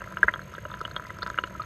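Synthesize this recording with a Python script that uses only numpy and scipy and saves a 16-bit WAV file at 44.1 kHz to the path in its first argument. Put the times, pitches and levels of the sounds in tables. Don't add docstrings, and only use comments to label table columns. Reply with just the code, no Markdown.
import sys
import numpy as np
from scipy import signal
from scipy.fft import rfft, irfft
from scipy.io import wavfile
from scipy.ndimage import uniform_filter1d

SR = 44100
rng = np.random.default_rng(int(sys.argv[2]) if len(sys.argv) > 2 else 0)


def to_wav(sig):
    pcm = np.clip(np.atleast_2d(sig), -1, 1) * 32767
    pcm = np.round(pcm).astype(np.int16)
    wavfile.write(sys.argv[1], SR, pcm.T)


def field_ratio(decibels):
    return 10 ** (np.asarray(decibels, dtype=float) / 20)


N = 72765

# (centre [Hz], width [Hz], level [dB])
HUM_BANDS = [(61.5, 30, -53.5), (105.3, 20, -52.5), (145, 24, -54.5), (189.5, 6.5, -53.5)]
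# (frequency [Hz], level [dB per Hz])
RUMBLE_SPECTRUM = [(20, -13), (45, -30), (60, 1), (200, -1), (300, -21.5), (600, -9)]
# (frequency [Hz], level [dB per Hz])
HISS_SPECTRUM = [(1200, -56), (2000, -2.5), (2800, -4), (5700, -20), (8000, -20), (11000, -27.5),
                 (13300, -24), (13700, -28.5), (13900, -61)]
WHINE_SLIPS = np.array([0, .0003, .0004, -.0001])
# (time [s], level [dB])
FLOW = [
    (0.0, -34.5),
    (0.316, -39),
    (1.65, -36.5),
]
# (frequency [Hz], level [dB], time to fall 60 dB [s])
HOUSING_MODES = [(321.5, 5, 0.0342), (507, -4.5, 0.0092), (629, 7, 0.017), (993.5, -3, 0.058),
                 (1270, 5.5, 0.015), (1350, 9, 0.014), (1523, 8, 0.0088), (1683, 3, 0.009),
                 (1973.5, 3.5, 0.0077), (2900, -18, 0.017), (3290, -21.5, 0.025), (3650, -16, 0.021),
                 (4240, -10, 0.012), (4800, -22.5, 0.012)]
MODE_SIGNS = [-1, -1, 1, 1, -1, 1, -1, 1, 1, 1, 1, 1, 1, 1]
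# (time [s], peak [dB])
FILM_SNAPS = [(.0405, -50), (0.1227, -47.5), (0.241, -42.5), (.5400, -47), (.5490, -47), (0.792, -50),
              (0.813, -40), (0.877, -46), (1.069, -47), (1.188, -47), (1.2640, -48), (1.273, -40),
              (1.276, -45), (1.2998, -38), (1.473, -43)]
# (time [s], peak [dB], pitch [Hz])
SPRAY_TICKS = [
    (.1228, -51, 10400),
    (0.239, -51, 7440),
    (.2400, -45, 10150),
    (.8140, -50.5, 10600),
    (.963, -55, 9800),
    (1.2640, -59, 9800),
    (1.3016, -39, 6660),
    (1.3867, -54, 9600),
    (1.4105, -48, 6200),
    (1.47, -50, 6900),
]
# (time [s], peak [dB], pitch [Hz])
PLINKS = [
    (.010, -42.5, 2670),
    (.185, -49, 5140),
    (0.533, -52, 5200),
    (.795, -50, 4700),
    (1.068, -48, 4840),
    (1.186, -48, 5140),
]
# (time [s], peak
# [dB], pitch [Hz], length [cycles])
PLOPS = [(.0189, -24, 1370, 1.26), (.1719, -18.5, 1420, 2.94), (.2315, -2.5, 1590, 8.9),
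         (.2837, -6.5, 1590, 2.9), (.3396, -18, 1460, 1), (.3941, -25.5, 1500, 2.9),
         (.6540, -24, 1380, 3.8), (.7415, -22.5, 1500, 1.1), (.8148, -21.5, 1235, 3.7),
         (.8529, -22, 1390, 1), (.9652, -18, 1330, 1.1), (.9976, -23.5, 1380, 1.7), (1.2222, -26, 1350, 12),
         (1.2297, -19, 1470, 1.72), (1.2647, -19, 1390, 1.96), (1.3021, -20, 1425, 2.2),
         (1.3444, -27.5, 1470, 6.3), (1.3879, -10.5, 1404, 4.3), (1.4392, -18, 1396, 3.6),
         (0.0758, -31, 1350, 2.8), (0.1253, -30, 1330, 1.4), (.1410, -34, 1500, 2.7),
               (0.3599, -24.5, 1400, 1.3), (0.54, -31, 1260, 4), (0.5825, -30, 1560, 9),
               (0.7016, -31, 1180, 0.96), (0.715, -37, 1300, 3.1), (0.8073, -26, 1370, 4.2),
               (0.8794, -28.5, 1360, 1.3), (0.9134, -30.5, 1460, 3.5), (0.9454, -35, 1270, 1.4),
               (1.0506, -30.5, 1360, 0.81), (1.1048, -24, 1390, 1), (1.188, -30, 1350, 2.5),
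               (1.273, -31.5, 1450, 4.1), (1.4108, -42, 1370, 3.3), (1.4761, -31.5, 1410, 5.4),
               (1.5517, -29.5, 1270, 3.16),
         (.2345, -15, 1660, 3), (.2380, -19, 1670, 3), (.2442, -24, 1360, 2),
                    (.2800, -24, 1450, 5), (.2857, -13, 1880, 3.5), (.2880, -25, 1350, 14),
                    (.2888, -14, 1910, 6), (.2890, -29, 990, 12), (.2925, -20, 1800, 4),
                    (1.056, -37, 1950, 9.0), (1.100, -35.5, 1980, 27), (1.3785, -22, 1450, 4.0),
                    (1.6021, -23.5, 1215, 24)]
# (time [s], peak [dB], pitch [Hz], length [cycles])
TINKS = [(.1235, -49, 3620, 4.5), (0.1724, -29, 2900, 6.8), (0.241, -42, 3330, 4.4),
         (0.3391, -27, 3290, 13), (0.4187, -46.5, 4250, 14), (.5530, -35.5, 3370, 4.7),
         (0.6543, -42, 2900, 20.5), (0.715, -39, 3680, 7.4), (0.7398, -29.5, 3250, 2.9),
         (0.814, -31.5, 3800, 1.8), (0.852, -25, 3120, 25), (0.9128, -38, 4240, 6),
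         (0.9639, -22, 3410, 8.6), (1.068, -44.5, 3650, 4.1), (1.2226, -28.5, 3970, 7.5),
         (1.2297, -25.5, 4480, 3.8), (1.2310, -37, 3720, 8), (1.2646, -26, 3060, 1.2),
         (1.2717, -41, 4070, 3), (1.3008, -35.5, 3600, 3.7), (1.3784, -28, 2480, 6.4),
         (1.3869, -19, 2900, 11.8), (1.4396, -22.5, 2900, 7.6), (1.4730, -42, 3200, 3.5),
         (1.6201, -35.5, 4270, 4.4), (1.6200, -38, 2680, 14), (1.6195, -49, 3650, 8),
         (1.1053, -40.5, 3200, 4), (1.3440, -38, 2730, 6), (1.4360, -45, 4240, 13), (0.148, -45, 2490, 6.8),
         (0.323, -41, 2570, 8.8), (1.2330, -31, 4880, 10.2), (0.968, -39, 3350, 10)]
# (time [s], peak [dB], pitch [Hz], length [cycles])
GLUGS = [(.0226, -40, 550, 2.7), (.2500, -38.5, 504, 2), (0.243, -31, 420, 6.1), (0.2852, -37, 554, 1.4),
         (.3405, -40.5, 450, 2.4), (.5830, -33, 490, 1.5), (.6583, -35, 567, 5.3), (.8153, -33, 414, 3),
         (0.9661, -45, 513, 1.2), (1.233, -38, 526, 2.3), (1.3890, -30.5, 620, 3.9),
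         (1.4396, -31.5, 430, 0.88)]
# (time [s], peak [dB], pitch [Hz])
DRIBBLES = [(.0078, -32.5, 1530), (0.0413, -35, 1300), (0.042, -29, 2140), (0.088, -37, 1400),
            (0.1854, -37, 1510), (0.1904, -33, 1270), (0.3456, -25, 1280), (0.4181, -34, 1450),
            (0.5319, -36, 1510), (0.5507, -29, 1350), (0.586, -34, 2000), (0.7053, -31, 1440),
            (0.718, -30, 1210), (0.773, -33, 1310), (0.794, -43, 1360), (0.9572, -32, 1400),
            (0.973, -40, 1160), (0.9818, -35, 1350), (1.024, -32, 1490), (1.0392, -34, 1450),
            (1.0698, -34.5, 1110), (1.169, -42, 1310), (1.235, -28, 1300), (1.279, -25, 1350),
            (1.458, -43, 1420), (1.498, -37, 1400), (1.5073, -41, 1500), (1.5546, -33, 1210),
            (1.6190, -28.5, 1230), (1.6378, -33.5, 1400), (0.457, -51, 1510), (.4800, -45, 1400),
            (0.57, -42, 1450), (0.619, -48, 1310), (1.539, -43, 1480), (1.5450, -43, 1700)]

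PITCH_GLIDE = 0.03
FLICKER_DB, FLICKER_PER_S = 1.5, 150


def level(x, db):
    return x * field_ratio(db) / np.sqrt(np.mean(x ** 2))


def peak(x, db=0):
    return x * field_ratio(db) / np.abs(x).max()


def add(out, s, grain):
    i = max(int(s * SR), 0)
    out[i:i + len(grain)] += grain[:max(N - i, 0)]


def colour(points):
    hz, db = np.array(points).T
    f = np.maximum(np.arange(N // 2 + 1) * SR / N, 1)
    curve = np.interp(np.log(f), np.log(hz), db, -90, -90)
    return irfft(rfft(rng.standard_normal(N)) * field_ratio(curve), N)


def walk(rate):
    k = int(SR / rate)
    w = uniform_filter1d(uniform_filter1d(rng.standard_normal(N), k), k)
    return (w - w.mean()) / w.std()


def bubble(hz, cycles, rise=1.1, glide=PITCH_GLIDE):
    turns = np.arange(int((2 * cycles + 2 * rise) * SR / hz) + 2) * hz / SR
    swell = (1 - np.exp(-turns / rise)) ** 2
    fall = np.exp(-2.5 * turns / cycles) * (1 - turns / turns[-1])
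    return swell * fall * np.sin(2 * np.pi * turns * (1 + glide * turns / cycles))


def housing():
    t = np.arange(4096) / SR
    ringing = np.zeros(len(t))
    for (hz, db, t60), sign in zip(HOUSING_MODES, MODE_SIGNS):
        ringing += sign * field_ratio(db) * np.sin(2 * np.pi * hz * t) * np.exp(-np.log(1000) * t / t60)
    cepstrum = irfft(np.log(np.abs(rfft(ringing, 16384)) + 1e-3))
    cepstrum[1:8192] *= 2
    cepstrum[8193:] = 0
    return irfft(np.exp(rfft(cepstrum)))[:4096]


def hum():
    f = np.arange(N // 2 + 1) * SR / N
    out = np.zeros(N)
    for hz, width, db in HUM_BANDS:
        resonance = 1 / (1 + (2 * (f - hz) / width) ** 2)
        out += level(irfft(rfft(rng.standard_normal(N)) * resonance, N), db)
    return out


def rumble():
    return level(colour(RUMBLE_SPECTRUM), -50)


def hiss():
    flicker = field_ratio(FLICKER_DB * walk(FLICKER_PER_S))
    return level(colour(HISS_SPECTRUM) * flicker, -58.5)


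def top_noise():
    out = np.zeros(N)
    for low, high in [(13700, 14100), (14000, 14500), (14300, 14900)]:
        band = level(colour([(low, 0), (high, 0)]), -83)
        out += band * np.clip(3 * (walk(40) - 0.9), 0, 1)
    return out


def whine():
    rate, start_s = 47.945, 0.0175
    tone_hz, on_s, edge_s = 6444, 0.0079, 0.00046
    turns = (np.arange(N) / SR - start_s) * rate + 4
    k = turns.astype(int)
    tau = (turns - k) / rate
    on = tau - np.array(WHINE_SLIPS)[k % 4]
    gate = np.clip(np.minimum(on, on_s - on) / edge_s + 0.5, 0, 1)
    phase = 2 * np.pi * tone_hz * tau + 1.15 * rng.standard_normal(N // 500)[k]
    tone = field_ratio(-56) * np.sin(phase)
    overtone = field_ratio(-62.5) * (-1) ** k * np.sin(2 * phase)
    tick_shape = np.exp(-(on / 0.00044) ** 2) + np.exp(-((on - on_s) / 0.0008) ** 2)
    tick_phase = 3 * phase[k * 400]
    ticks = field_ratio(-64) * tick_shape * np.sin(2 * np.pi * 7870 * tau + tick_phase)
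    return gate * (tone + overtone) + ticks


def gurgle(shell):
    per_s, centre_hz, octaves = 750, 1350, 0.65
    spread_db, size_cap = 4.6, 2.3
    bubbles = np.zeros(N)
    for when, pitch, size in rng.random((int(per_s * N / SR), 3)):
        hz = centre_hz * 2 ** (octaves * np.log(pitch / (1 - pitch)) / 2)
        strength = field_ratio(spread_db * min(-np.log(size), size_cap))
        strength *= min(hz / centre_hz, 1)
        add(bubbles, when * N / SR, strength * bubble(np.clip(hz, 320, 6000), 1.7))
    wash = rng.standard_normal(N) * field_ratio(2 * FLICKER_DB * walk(FLICKER_PER_S))
    bubbles = level(signal.fftconvolve(bubbles, shell)[:N], -50)
    wash = level(signal.fftconvolve(wash, shell)[:N], -55)
    flow = np.interp(np.arange(N) / SR, *np.array(FLOW).T)
    return field_ratio(flow - flow.mean()) * (bubbles + wash)


def snaps():
    out, t = np.zeros(N), np.arange(400) / SR
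    snap_s = 0.0009
    band = signal.butter(1, [2880, 6000], "band", fs=SR, output="sos")
    for (s, db), noise in zip(FILM_SNAPS, rng.standard_normal((len(FILM_SNAPS), len(t)))):
        burst = signal.sosfilt(band, noise) * t * np.exp(-t / snap_s)
        add(out, s - snap_s, peak(signal.sosfilt(band, burst), db))
    return out


def spray():
    out = np.zeros(N)
    for s, db, hz in SPRAY_TICKS:
        add(out, s - 0.0005, peak(bubble(hz, 22.0), db))
    for s, db, hz in PLINKS:
        add(out, s - 0.001, peak(bubble(hz, 20.0), db))
    add(out, 0.236, peak(bubble(62, 2.6), -35.5))
    return out


def splashes(shell):
    splash_s, splash_db = 0.0049, -19
    spray_s, spray_db, spray_hz = 0.0011, -36, 3370
    out, t = np.zeros(N), np.arange(2048) / SR
    dribbles = [(*row, 2.2) for row in DRIBBLES]
    rows = [*PLOPS, *TINKS, *GLUGS, *dribbles]
    bright = signal.butter(2, [spray_hz, 3 * spray_hz], "band", fs=SR, output="sos")
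    for (s, db, hz, cycles), noise in zip(rows, rng.standard_normal((len(rows), 2, len(t)))):
        rise, glide = (1.7, -0.034) if hz > 2200 else (1.5, PITCH_GLIDE)
        direct = peak(bubble(hz, max(cycles, 1.6), rise, glide))
        ring = peak(signal.fftconvolve(direct, shell))
        add(ring, 0, 0.5 * direct)
        ragged = signal.fftconvolve(noise[0] * t * np.exp(-t / splash_s), bubble(hz, 0.85))
        splash = peak(signal.fftconvolve(ragged, shell), splash_db)
        add(ring, 0, splash[:len(ring)])
        s -= np.abs(ring).argmax() / SR
        add(out, s, peak(ring, db))
        if db < -14:
            droplets = signal.sosfilt(bright, noise[1] * t * np.exp(-t / spray_s))
            add(out, s, peak(droplets, db + spray_db))
    return out


def scene():
    shell = housing()
    background = hum() + rumble() + hiss() + top_noise() + whine()
    water = gurgle(shell) + snaps() + spray() + splashes(shell)
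    return (background + water)[None]


def band_limit(x):
    return signal.sosfilt(signal.butter(12, 14960, fs=SR, output="sos"), x)


def record(dry):
    dull = signal.sosfilt(signal.butter(6, 13700, fs=SR, output="sos"), dry)
    return band_limit(dull)


dry = scene()
out = record(dry)
to_wav(out)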